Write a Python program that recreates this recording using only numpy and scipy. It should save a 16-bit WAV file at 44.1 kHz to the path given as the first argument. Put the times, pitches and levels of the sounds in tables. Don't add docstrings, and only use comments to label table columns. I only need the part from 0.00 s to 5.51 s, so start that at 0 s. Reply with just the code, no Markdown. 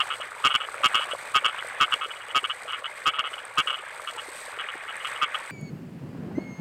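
import sys
import numpy as np
from scipy import signal
from scipy.fft import rfft, irfft, next_fast_len
from scipy.io import wavfile
from scipy.ndimage import map_coordinates

SR = 44100
rng = np.random.default_rng(int(sys.argv[2]) if len(sys.argv) > 2 else 0)


def unload_audio(sound):
    columns = np.transpose(np.atleast_2d(sound))
    steps = np.round(np.clip(columns, -1, 1) * 32767)
    wavfile.write(sys.argv[1], SR, steps.astype(np.int16))


N = 242991

# f/Hz, level/dB
MURMUR_SPECTRUM = [(18, -54), (30, -36), (70, -34.5), (108, -5), (173, -21), (292, -16.5), (501, -1),
                   (630, 0), (673, -4.5), (888, 2.5), (1050, 1), (1140, 2), (1500, 0.5), (1950, -53),
                   (3300, -120)]
CHORUS_SPECTRUM = [(590, -19), (1000, -13.5), (1110, 5), (1300, -1.5), (1430, 1.5), (1670, 2), (2060, -2),
                   (2480, 2), (2640, -5.5), (3640, -8.5), (5000, -40), (6500, -62), (11000, -120)]
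INSECT_SPECTRUM = [(2350, -10.5), (4000, -2.5), (4920, -6), (5420, -13), (5850, -9), (6370, -10.5),
                   (7480, -8), (7880, -1), (8250, 3.5), (8940, -5), (10600, -16), (11500, -10.5),
                   (12500, -26), (13600, -16), (15800, -27)]
HIGH_CHORUS_SPECTRUM = [(1200, -45), (1600, -7.5), (1900, -0.5), (2150, 2.5), (2450, -16), (3000, -50),
                        (5000, -120)]
# t/s, level/dB
CHORUS_SWELL = [(0, -40.5), (.45, -45), (.95, -38), (1.25, -41.5), (1.9, -39.5), (2.7, -42), (4.15, -40.5),
                (4.65, -38), (5.51, -37)]
HIGH_CHORUS_SWELL = [(0, -53), (3.0, -45), (4.2, -49.5), (4.75, -40.5), (5.51, -42)]
# f/Hz, delay/s, swell time/s, decay time/s, level/dB, share of brightness
THROAT_MODES = [(1240, 0.0021, 0.0015, 0.0013, -4, 0), (1078, 0, 0.0042, 0.0036, -18.5, 0.5),
                (1425, 0.00038, 0.00022, 0.0031, -7.5, 0.44), (1845, 0.0012, 0.00008, 0.0033, -21.5, 0.3),
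                (2214, 0.0059, 0.001, 0.0042, -18.5, 0.33), (2645, 0.00083, 0.00096, 0.0024, -12, 0.16),
                (2939, 0.0003, 0.00084, 0.0031, -4, 1), (3267, 0.0011, 0.00011, 0.0052, -11.5, 0.43)]
# t/s, long croak's length/s, short croak's delay/s, its length/s, its level/dB,
# long croak's pulse rate/Hz, brightness/dB
NEAR_CALLS = [(-.107, .04, 0.11, 0.019, -14, 162, -0.5), (0.4413, .041, .1016, 0.025, -15.5, 139, -1),
              (0.8352, 0.039, 0.11, 0.026, -12, 131, -1), (1.346, 0.042, 0.1, 0.028, -14.5, 140, -2),
              (1.8035, 0.048, 0.12, .022, -15, 144, -0.5), (2.348, .044, 0.094, 0.021, -17.5, 142, -2),
              (3.0578, 0.045, .128, 0.026, -14.5, 160, -1.5), (3.5755, .04, 0.098, 0.015, -15.5, 155, -1.5),
              (5.216, 0.035, 0.13, .012, -13, 154, -8.5)]
# t/s, length/s, level/dB
NEIGHBOUR_CROAKS = [(0.104, 0.04, -22), (0.206, .02, -28.5), (.498, 0.035, -22), (0.603, 0.027, -25),
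                    (0.629, 0.025, -31), (0.966, 0.036, -19), (1.012, 0.033, -23), (1.112, 0.022, -26.5),
                    (1.475, 0.034, -22), (1.583, 0.019, -26), (2.0123, 0.049, -18.5), (2.106, 0.013, -29),
                    (2.159, 0.019, -35), (2.208, .021, -36), (2.291, 0.026, -29), (2.498, 0.024, -21),
                    (2.68, 0.039, -24.5), (2.725, 0.038, -23), (2.843, 0.025, -24.5), (3.136, 0.048, -22),
                    (3.24, 0.04, -20.5), (3.332, 0.014, -29), (3.381, 0.027, -31), (3.698, 0.02, -19),
                    (3.729, .028, -21), (3.78, 0.02, -29.5), (4.074, 0.037, -23), (4.181, 0.025, -25),
                    (4.589, 0.034, -22.5), (4.687, 0.021, -26), (4.879, 0.036, -27), (5.003, .024, -31),
                    (5.047, 0.038, -22.5), (5.155, .02, -27.5)]
# t/s, level/dB, f/Hz
LOUD_DROPS = [(.2, -30, 604), (0.319, -26, 1380), (0.687, -23, 1210), (.743, -21, 1370),
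              (.781, -24.5, 2110), (.995, -31, 570), (1.134, -23, 566), (1.148, -31, 650),
              (1.15, -25, 1110), (1.438, -25, 1280), (1.545, -27.5, 970), (1.625, -22, 1470),
              (1.881, -25, 1240), (1.909, -27, 1300), (2.059, -32.5, 480), (2.431, -33.5, 410),
              (2.654, -30.5, 646), (3.997, -22.5, 1240), (4.283, -35.5, 374)]
# t/s, level/dB
FINE_SPLASHES = [(0.743, -34), (1.136, -33), (1.6857, -31), (2.624, -37), (3.4521, -27.5), (4.333, -31),
                 (4.9662, -28.5)]

TOP_HZ = 15800
PLAIN_LENGTH_S, BRIGHTER_DB_PER_S = 0.031, 284
SNAP_S, UPPER_HZ = 0.0023, 2000
SLOWING = 0.0027


def amp(db):
    return 10 ** (np.asarray(db) / 20)


def unit(x):
    return x / np.sqrt(np.mean(x ** 2) + 1e-20)


def envelope(points):
    return np.interp(np.arange(N) / SR, *np.transpose(points))


def wobble(rate):
    knots = rng.standard_normal(int(N * rate / SR) + 4)
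    return map_coordinates(knots, [np.arange(N) * rate / SR])


def filtered(x, response):
    size = next_fast_len(N + SR // 2)
    return irfft(rfft(x, size) * response(np.fft.rfftfreq(size, 1 / SR)), size)[:N]


def coloured(x, spectrum):
    f, db = np.transpose(spectrum)
    return unit(filtered(x, lambda hz: amp(np.interp(np.log(hz + 1), np.log(f), db))))


def add(track, s, sound):
    start = round(s * SR)
    part = sound[max(-start, 0):max(N - start, 0)]
    track[max(start, 0):][:len(part)] += part


def ping(hz, life_s):
    t = np.arange(SR // 25) / SR
    return t / life_s * np.exp(1 - t / life_s) * np.sin(2 * np.pi * hz * t)


def patter(count, centre_hz, spread, life_s, scatter_db):
    out = np.zeros(N)
    for s, (pitch, size) in zip(rng.uniform(0, N / SR, count), rng.standard_normal((count, 2))):
        hz = min(centre_hz * np.exp(spread * pitch), TOP_HZ)
        add(out, s, amp(scatter_db * min(size, 2)) * ping(hz, life_s))
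    return unit(out)


def pond_murmur(mean_db=-43.5):
    drops = patter(count=650, centre_hz=614, spread=0.352, life_s=0.0017, scatter_db=2)
    murmur = coloured(rng.standard_normal(N) + 0.26 * drops, MURMUR_SPECTRUM)
    chorus_db = envelope(CHORUS_SWELL)
    return amp(mean_db + 0.33 * (chorus_db - chorus_db.mean()) + 0.6 * wobble(13)) * murmur


def far_chorus():
    clicks = patter(count=1300, centre_hz=1822, spread=0.22, life_s=0.00088, scatter_db=2.5)
    voices = coloured(rng.standard_normal(N) + 0.34 * clicks, CHORUS_SPECTRUM)
    return amp(envelope(CHORUS_SWELL) + 1.7 * wobble(25)) * voices


def insects(mean_db=-49.5):
    crackle = patter(count=1400, centre_hz=8300, spread=0.24, life_s=0.00018, scatter_db=3)
    rough_noise = rng.standard_normal(N) * amp(3.7 * wobble(260))
    hiss = coloured(rough_noise + 0.33 * crackle, INSECT_SPECTRUM)
    return amp(mean_db + 2.64 * wobble(8.4)) * hiss


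def high_chorus():
    pips = patter(count=900, centre_hz=1966, spread=0.15, life_s=0.0017, scatter_db=6)
    voices = coloured(rng.standard_normal(N) + 0.35 * pips, HIGH_CHORUS_SPECTRUM)
    return amp(envelope(HIGH_CHORUS_SWELL) + 1.4 * wobble(20)) * voices


def throat_pulse(age, bright_db, tuning, shift_hz, glide_hz):
    pulse = np.zeros(len(age))
    for hz, delay, swell, decay, mode_db, share in THROAT_MODES:
        shape = np.exp(-np.logaddexp((delay - age) / swell, (age - delay) / decay))
        ring_s = age - SNAP_S * (hz > UPPER_HZ)
        bend = glide_hz * np.maximum(ring_s, 0) ** 2 / (2 * decay)
        cycles = (hz * tuning + shift_hz) * ring_s + bend
        pulse += amp(mode_db + share * bright_db) * shape * np.sin(2 * np.pi * cycles)
    return pulse


def croaks(notes, lead_db, first_db, fade_db, upper_db, upper_rise_db, scatter_db,
           jitter_s, tuning, waver_hz, climb_hz, glide_hz):
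    out, margin_s = np.zeros(N), 0.02
    t = np.arange(SR // 10) / SR - margin_s
    for s, length, db, rate, colour_db in notes:
        croak_bright_db = upper_db + colour_db + BRIGHTER_DB_PER_S * (PLAIN_LENGTH_S - length)
        for k, (size, late, sharp, snap) in enumerate(rng.standard_normal((10, 4)), -1):
            onset = k / rate * (1 + SLOWING * k)
            air = np.clip((length - onset) * rate + 0.5, 0, 1)
            if air == 0:
                break
            spent = np.clip(onset / length, 0, 1)
            effort_db = db + lead_db * (k < 0) + first_db * (k == 0) + fade_db * spent ** 3
            bright_db = croak_bright_db + upper_rise_db * (spent - 0.5) + scatter_db * snap
            shift_hz = climb_hz * (spent - 0.5) + waver_hz * sharp
            pulse = throat_pulse(t - onset - jitter_s * late, bright_db, tuning, shift_hz, glide_hz)
            add(out, s - margin_s, 2 * air * amp(effort_db + scatter_db * size) * pulse)
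    return out


def bank_echo(x, t60_s, wet_db):
    t = np.arange(SR // 3) / SR
    tail = rng.standard_normal(len(t)) * amp(-60 * t / t60_s) * (1 - np.exp(-t / 0.002))
    return x + amp(wet_db) * signal.fftconvolve(x, tail / np.linalg.norm(tail))[:N]


def near_frog(long_db=-7.5, short_rate_ratio=0.91):
    long_notes, short_notes = [], []
    for s, long_s, delay, short_s, short_db, rate, colour_db in NEAR_CALLS:
        long_notes.append((s, long_s, long_db, rate, colour_db))
        short_notes.append((s + delay, short_s, short_db, rate * short_rate_ratio, colour_db))
    long = croaks(long_notes, lead_db=-31, first_db=-4.5, fade_db=-16.5,
                  upper_db=1.8, upper_rise_db=13, scatter_db=0.93, jitter_s=0.0001,
                  tuning=0.98, waver_hz=24, climb_hz=17, glide_hz=36.3)
    short = croaks(short_notes, lead_db=-26.5, first_db=-0.8, fade_db=-10.5,
                   upper_db=2.6, upper_rise_db=3.5, scatter_db=2, jitter_s=0.000296,
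                   tuning=0.99, waver_hz=22.3, climb_hz=25, glide_hz=29.5)
    return bank_echo(long + short, t60_s=0.021, wet_db=-8.5)


def neighbours(pulse_hz=150):
    notes = [(s, length, db, pulse_hz, 0) for s, length, db in NEIGHBOUR_CROAKS]
    voices = croaks(notes, lead_db=-18.5, first_db=-0.5, fade_db=-10.5,
                    upper_db=-0.7, upper_rise_db=6, scatter_db=2.23, jitter_s=0.00017,
                    tuning=0.99, waver_hz=24.4, climb_hz=25, glide_hz=35.6)
    return bank_echo(voices, t60_s=0.043, wet_db=-15)


def drips(small_db=-58, life_cycles=1.14, splash_hz=8500):
    out = amp(small_db) * patter(count=24, centre_hz=700, spread=0.26, life_s=0.0017, scatter_db=3.5)
    for s, db, hz in LOUD_DROPS:
        add(out, s, amp(db) * ping(hz, life_s=life_cycles / hz))
    for s, db in FINE_SPLASHES:
        splash = ping(splash_hz, life_s=0.00055) + 0.5 * ping(splash_hz * 1.16, life_s=0.00016)
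        add(out, s, amp(db) * splash)
    return out


def scene():
    background = pond_murmur() + far_chorus() + insects() + high_chorus()
    return (background + near_frog() + neighbours() + drips())[None]


def record(dry, clip_level=0.25, asymmetry=0.017, hardness=9, step_s=1.98, step_db=-2.5):
    ceiling = clip_level * (1 - asymmetry * np.sign(dry[0]))
    clipped = dry[0] / (1 + np.abs(dry[0] / ceiling) ** hardness) ** (1 / hardness)
    gain = amp(step_db * (np.arange(N) / SR > step_s))
    return filtered(clipped * gain, lambda hz: hz < TOP_HZ)[None]


dry = scene()
out = record(dry)
unload_audio(out)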